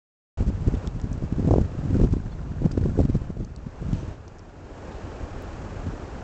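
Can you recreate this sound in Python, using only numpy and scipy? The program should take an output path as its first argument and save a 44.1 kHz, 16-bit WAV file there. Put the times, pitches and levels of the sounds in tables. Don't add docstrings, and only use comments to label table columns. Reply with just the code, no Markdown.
import sys
import numpy as np
from scipy import signal
from scipy.fft import rfft, irfft, next_fast_len
from scipy.io import wavfile
from scipy.ndimage import uniform_filter1d

SR = 44100
rng = np.random.default_rng(int(sys.argv[2]) if len(sys.argv) > 2 else 0)


def unload_wav(signal):
    wavfile.write(
        sys.argv[1],
        SR,
        np.round(np.clip(np.atleast_2d(signal).T, -1, 1) * 32767).astype(np.int16),
    )


N = 274743
TIME = np.arange(N) / SR


def gain_of(db):
    return 10 ** (np.asarray(db) / 20)


def unit_rms(x):
    return x / np.sqrt(np.mean(x ** 2) + 1e-20)


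def add(mix, start_s, sound):
    part = mix[max(round(start_s * SR), 0):][:len(sound)]
    part += sound[:len(part)]


def follow(curve, column=1):
    columns = np.transpose(curve)
    return np.interp(TIME, columns[0], columns[column])


def noise(colour, size=N):
    length = next_fast_len(size)
    hz = np.fft.rfftfreq(length, 1 / SR) + 1e-3
    white = rfft(rng.standard_normal(length))
    return unit_rms(irfft(white * colour(hz), length)[:size])


def spectrum(points):
    points_hz, db = np.transpose(points)
    return lambda hz: gain_of(np.interp(np.log(hz), np.log(points_hz), db))


def hump(centre_hz, octaves):
    return lambda hz: np.exp(-.5 * (np.log2(hz / centre_hz) / octaves) ** 2)


def steadied(x, span_s):
    size = max(int(span_s * SR), 8)
    power = uniform_filter1d(uniform_filter1d(x ** 2, size), size)
    return x / np.sqrt(abs(power) + 1e-9)


def low_pass(x, hz, taps):
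    kernel = signal.firwin(taps, hz, window=("kaiser", 7), fs=SR)
    return signal.oaconvolve(x, kernel[None], "same", axes=1)


# t/s, level/dB
WASH_LEVEL = [(0.37, -40), (0.48, -46.5), (0.86, -41), (0.9, -46.5), (1.5, -43.5), (1.7, -44.5),
              (2.0, -42.5), (2.1, -47.5), (3.25, -46), (3.35, -51), (3.55, -50.5), (3.96, -42.5),
              (4.11, -43.5), (4.18, -49), (4.54, -48.5), (4.87, -41), (5.6, -40), (6.23, -40.5)]
# f/Hz, relative level/dB
WASH_SPECTRUM = [(30, -7.5), (80, -12.5), (160, -4), (300, 0.5), (550, -2.5), (1000, -8.5), (1600, -14),
                 (2100, -20.5), (2600, -20.5), (3500, -27.5), (5500, -29), (7200, -29.5), (8200, -37)]


def background_wash(waver_db=0.6):
    waver = noise(hump(centre_hz=23, octaves=1.0))
    return gain_of(follow(WASH_LEVEL) + waver_db * waver) * noise(spectrum(WASH_SPECTRUM))


# t/s, relative level/dB
ENGINE_LEVEL = [(0.4, -70.5), (1.6, -73.5), (1.95, -48.5), (2.2, -55), (2.6, -53), (2.95, -50),
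                (3.2, -62.5), (3.45, -60.5), (3.75, -57), (4.3, -64), (6.2, -52)]


def engine(gain_db=3.5, firing_hz=15.69, one_firing_at_s=2.202, knock_hz=1480, knock_s=0.0035):
    cycles = (TIME - one_firing_at_s) * firing_hz
    from_firing_s = ((cycles + .5) % 1 - .5) / firing_hz
    knocks = np.exp(-.5 * (from_firing_s / knock_s) ** 2)
    ring = steadied(noise(hump(knock_hz, octaves=.22)), span_s=0.0032)
    return gain_of(follow(ENGINE_LEVEL) + gain_db) * knocks * ring


# t/s, f/Hz, level/dB
BIRD_NOTES = [
    [(2.288, 3350, -67), (2.298, 3700, -62), (2.308, 4100, -67)],
    [(2.316, 4000, -64), (2.324, 4420, -60), (2.337, 4150, -61), (2.345, 4400, -66)],
    [(2.317, 3270, -61), (2.324, 3510, -60), (2.333, 3480, -61), (2.340, 3100, -69)],
]


def bird():
    out = np.zeros(N)
    for note in BIRD_NOTES:
        times, hz, db = np.transpose(note)
        t = np.arange(times[0], times[-1], 1 / SR)
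        whistle = np.sin(2 * np.pi * np.cumsum(np.interp(t, times, hz)) / SR)
        envelope = gain_of(np.interp(t, times, db)) * signal.windows.tukey(len(t), .2)
        add(out, times[0], envelope * whistle)
    return out


# t/s, relative peak level/dB, centre f/Hz, spread/octaves, decay/s
TICKS = [(0.749, -41, 3270, 0.14, .004), (0.8738, -22, 2000, 1.5, 0.00067),
         (0.999, -31.5, 2500, 0.85, 0.00051), (1.015, -31.5, 5340, 0.37, 0.0008),
         (1.129, -30.5, 6200, 0.28, 0.002), (2.127, -39, 5000, 0.64, .004),
         (2.713, -39, 4800, 0.076, 0.0041), (2.715, -31.5, 5130, 1.2, 0.0048),
         (3.447, -37, 5200, 0.33, 0.002), (3.562, -29, 6700, 0.5, 0.00096),
         (3.932, -28.5, 2580, 1.2, 0.00083), (4.279, -35.5, 5300, 0.39, 0.0023),
         (4.385, -41.5, 6000, 0.3, 0.0013), (4.393, -37.5, 5400, 0.36, 0.0013),
         (4.910, -47, 4000, 0.19, .018)]


def ticks(gain_db=-5.0, rise_share=0.23):
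    out, t = np.zeros(N), np.arange(2048) / SR
    for start_s, db, hz, octaves, decay_s in TICKS:
        envelope = (1 - np.exp(-t / (rise_share * decay_s))) ** 2 * np.exp(-t / decay_s)
        burst = noise(hump(hz, octaves), size=len(t)) * envelope
        add(out, start_s, gain_of(db + gain_db) * burst / abs(burst).max())
    return out


# t/s, level/dB
SWISH_LEVEL = [(3.85, -83), (3.94, -59), (4.0, -56), (4.06, -66), (4.16, -67)]
# f/Hz, relative level/dB
SWISH_SPECTRUM = [(1500, -6), (3000, 7), (5000, -1), (6200, 5), (7500, -5)]


def club_swish():
    swinging = (TIME > SWISH_LEVEL[0][0]) & (TIME < SWISH_LEVEL[-1][0])
    return gain_of(follow(SWISH_LEVEL)) * swinging * noise(spectrum(SWISH_SPECTRUM))


# f/Hz, relative level/dB
HISS_SPECTRUM = [(500, -4.5), (1500, 7), (3000, 2), (5000, 1), (7300, 0), (8300, -6)]


def recording_hiss(pressure, level_db=-52.77, at_pressure=0.13, growth=0.91):
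    flare = (abs(pressure) / at_pressure) ** growth
    return gain_of(level_db) * flare * noise(spectrum(HISS_SPECTRUM))


# t/s, relative level/dB, centre f/Hz
HARD_EDDIES = [(0.422, -12, 250), (0.495, -12, 112), (0.674, -12, 170), (0.685, -10, 265), (0.74, -12, 257),
               (1.225, -18, 350), (1.326, -9, 200), (1.386, -13.5, 224), (1.476, -8, 305),
               (1.489, -11.5, 440), (1.52, -14, 310), (1.54, -2.5, 487), (1.584, -4, 407), (1.615, -7, 138),
               (1.967, -8.5, 243), (2.038, -3.5, 260), (2.128, -11.5, 138), (2.62, -13.5, 306),
               (2.643, -18.5, 443), (2.658, -12, 191), (2.663, -15.5, 450), (2.991, -7, 342),
               (3.018, -12.5, 277), (3.099, -6, 206), (3.148, -17, 205), (3.167, -9, 144),
               (3.933, -8.5, 158)]


def thumps(gain_db=-2.5, width_cycles=0.53, push_db=-13.0, push_hz=50):
    out, t = np.zeros(N), np.arange(-2000, 2000) / SR
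    phases = rng.uniform(0, 2 * np.pi, (len(HARD_EDDIES), 2))
    for (hit_s, db, hz), (phase, push_phase) in zip(HARD_EDDIES, phases):
        swing = np.exp(1j * phase) / (1 - 1j * t * hz / width_cycles) ** (2 * np.pi * width_cycles)
        push = np.cos(2 * np.pi * push_hz * t + push_phase) * np.exp(-(2 * push_hz * t) ** 2)
        eddy = (swing.real + gain_of(push_db) * push) * signal.windows.tukey(len(t), .5)
        add(out, hit_s + t[0], gain_of(db + gain_db) * eddy)
    return out


# t/s, large-eddy level/dB, small-eddy level/dB (both relative)
BREEZE = [(0.39, -30.5, -40.5), (0.85, -32.5, -38), (1.28, -37.5, -40), (1.75, -34, -36),
          (2.38, -34.5, -38), (2.7, -31, -30), (3.3, -37.5, -40.5), (3.56, -40, -43.5), (3.76, -43.5, -51),
          (4.04, -36, -37.5), (4.22, -44.5, -50), (4.55, -46.5, -51.5), (5.1, -38.5, -45),
          (5.4, -38.5, -45), (5.85, -36, -42), (6.23, -41, -43.5)]
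# crest t/s, small-eddy level/dB, large-eddy level/dB (both relative),
# length/s, spectral knee at medium force f/Hz
GUSTS = [(0.418, -25.5, -21, 0.035, 209), (0.485, -23.5, -22, 0.031, 196), (0.61, -31.5, -31.0, 0.047, 243),
         (0.68, -19, -22.5, 0.024, 187), (0.736, -31.5, -27, 0.051, 222), (0.874, -30.5, -33.5, 0.018, 200),
         (0.96, -29.5, -31, 0.017, 200), (1.052, -30, -32.5, 0.049, 181), (1.139, -29, -30, 0.049, 256),
         (1.24, -27.5, -26, 0.027, 252), (1.329, -29, -29, 0.017, 199), (1.397, -25, -26, 0.044, 233),
         (1.516, -19, -23, 0.11, 246), (1.611, -29, -24.5, 0.059, 292), (1.783, -26.5, -44, 0.02, 190),
         (1.855, -26, -36, 0.044, 156), (1.946, -22, -22.5, 0.069, 178), (2.03, -17.0, -21.5, 0.063, 200),
         (2.126, -24, -23.5, 0.038, 150), (2.17, -27.5, -29, 0.043, 228), (2.654, -18.5, -26, 0.027, 193),
         (2.784, -24, -21.5, 0.019, 222), (2.856, -22.5, -24, 0.081, 214), (2.996, -19, -19.5, 0.046, 249),
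         (3.046, -20.5, -27, 0.031, 135), (3.098, -22.5, -29, 0.017, 247),
         (3.152, -22.5, -23.5, 0.033, 168), (3.219, -31.5, -31, 0.016, 262),
         (3.304, -28.5, -32.5, 0.01, 220), (3.407, -28.5, -30.5, 0.051, 204), (3.666, -32, -39, 0.022, 220),
         (3.819, -31, -32, 0.022, 238), (3.912, -28.5, -28.5, 0.11, 190), (4.081, -38, -29, 0.017, 180),
         (5.872, -31, -31, 0.046, 260)]
LULL_S = (4, 4.6)
BREEZE_KNEE_HZ, LULL_KNEE_HZ = 215, 414


def wind(waver_db=2.0, waver_hz=9.2, large_stretch=1.11):
    unsteady_db = waver_db * noise(hump(waver_hz, octaves=0.7))
    large_power = gain_of(follow(BREEZE, column=1) + unsteady_db) ** 2
    small_power = gain_of(follow(BREEZE, column=2) + unsteady_db) ** 2
    weighted_knee = small_power * np.interp(TIME, LULL_S, [BREEZE_KNEE_HZ, LULL_KNEE_HZ])
    for crest_s, small_db, large_db, length_s, knee_hz in GUSTS:
        near = slice(*np.searchsorted(TIME, [crest_s - 2 * length_s, crest_s + 2 * length_s]))
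        from_crest = 2 * (TIME[near] - crest_s) / length_s
        gust_power = gain_of(small_db) ** 2 * np.exp(-from_crest ** 2)
        small_power[near] += gust_power
        weighted_knee[near] += gust_power * knee_hz
        large_power[near] += gain_of(large_db) ** 2 * np.exp(-(from_crest / large_stretch) ** 2)
    return 10 * np.log10(large_power), 10 * np.log10(small_power), weighted_knee / small_power


# f/Hz, relative level/dB
HEAVE_SPECTRUM = [(10, -19), (22, -0.5), (45, 4.5), (70, 4), (100, 5.5), (150, -24.5), (300, -58)]


def rumble(heave_db=0.5, buffet_db=-0.5, medium_db=-27.5, knee_growth=0.33, rolloff=2.53, flutter_db=6.0):
    large_db, small_db, medium_knee_hz = wind()
    heave = gain_of(large_db + heave_db) * steadied(noise(spectrum(HEAVE_SPECTRUM)), span_s=0.09)
    knee_hz = medium_knee_hz * gain_of(knee_growth * (small_db - medium_db))
    flutter = noise(hump(centre_hz=38.0, octaves=0.95))
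    small_eddies = np.zeros(N)
    for step, hz in enumerate([140, 225, 360, 560, 880], start=1):
        bursts = gain_of(flutter_db * np.sqrt(step / 2) * flutter)
        band = unit_rms(noise(hump(hz, octaves=0.33)) * bursts)
        small_eddies += band / np.sqrt(1 + (hz / knee_hz) ** (2 * rolloff))
    buffet = gain_of(small_db + buffet_db) * steadied(small_eddies, span_s=0.044)
    return heave + buffet


def scene():
    pressure = rumble() + thumps()
    course = background_wash() + engine() + club_swish() + ticks() + bird()
    return (pressure + recording_hiss(pressure) + course)[None]


def record(dry, start_s=0.372, fade_s=0.003, band_edge_hz=8250, tick_s=5.4235, top_hz=16000):
    switched_on = dry * np.clip((TIME - start_s) / fade_s, 0, 1)
    narrow = low_pass(switched_on, band_edge_hz, taps=121)
    bright_tick = gain_of([-32])
    add(narrow[0], tick_s, bright_tick)
    return low_pass(narrow, top_hz, taps=255)


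dry = scene()
out = record(dry)
unload_wav(out)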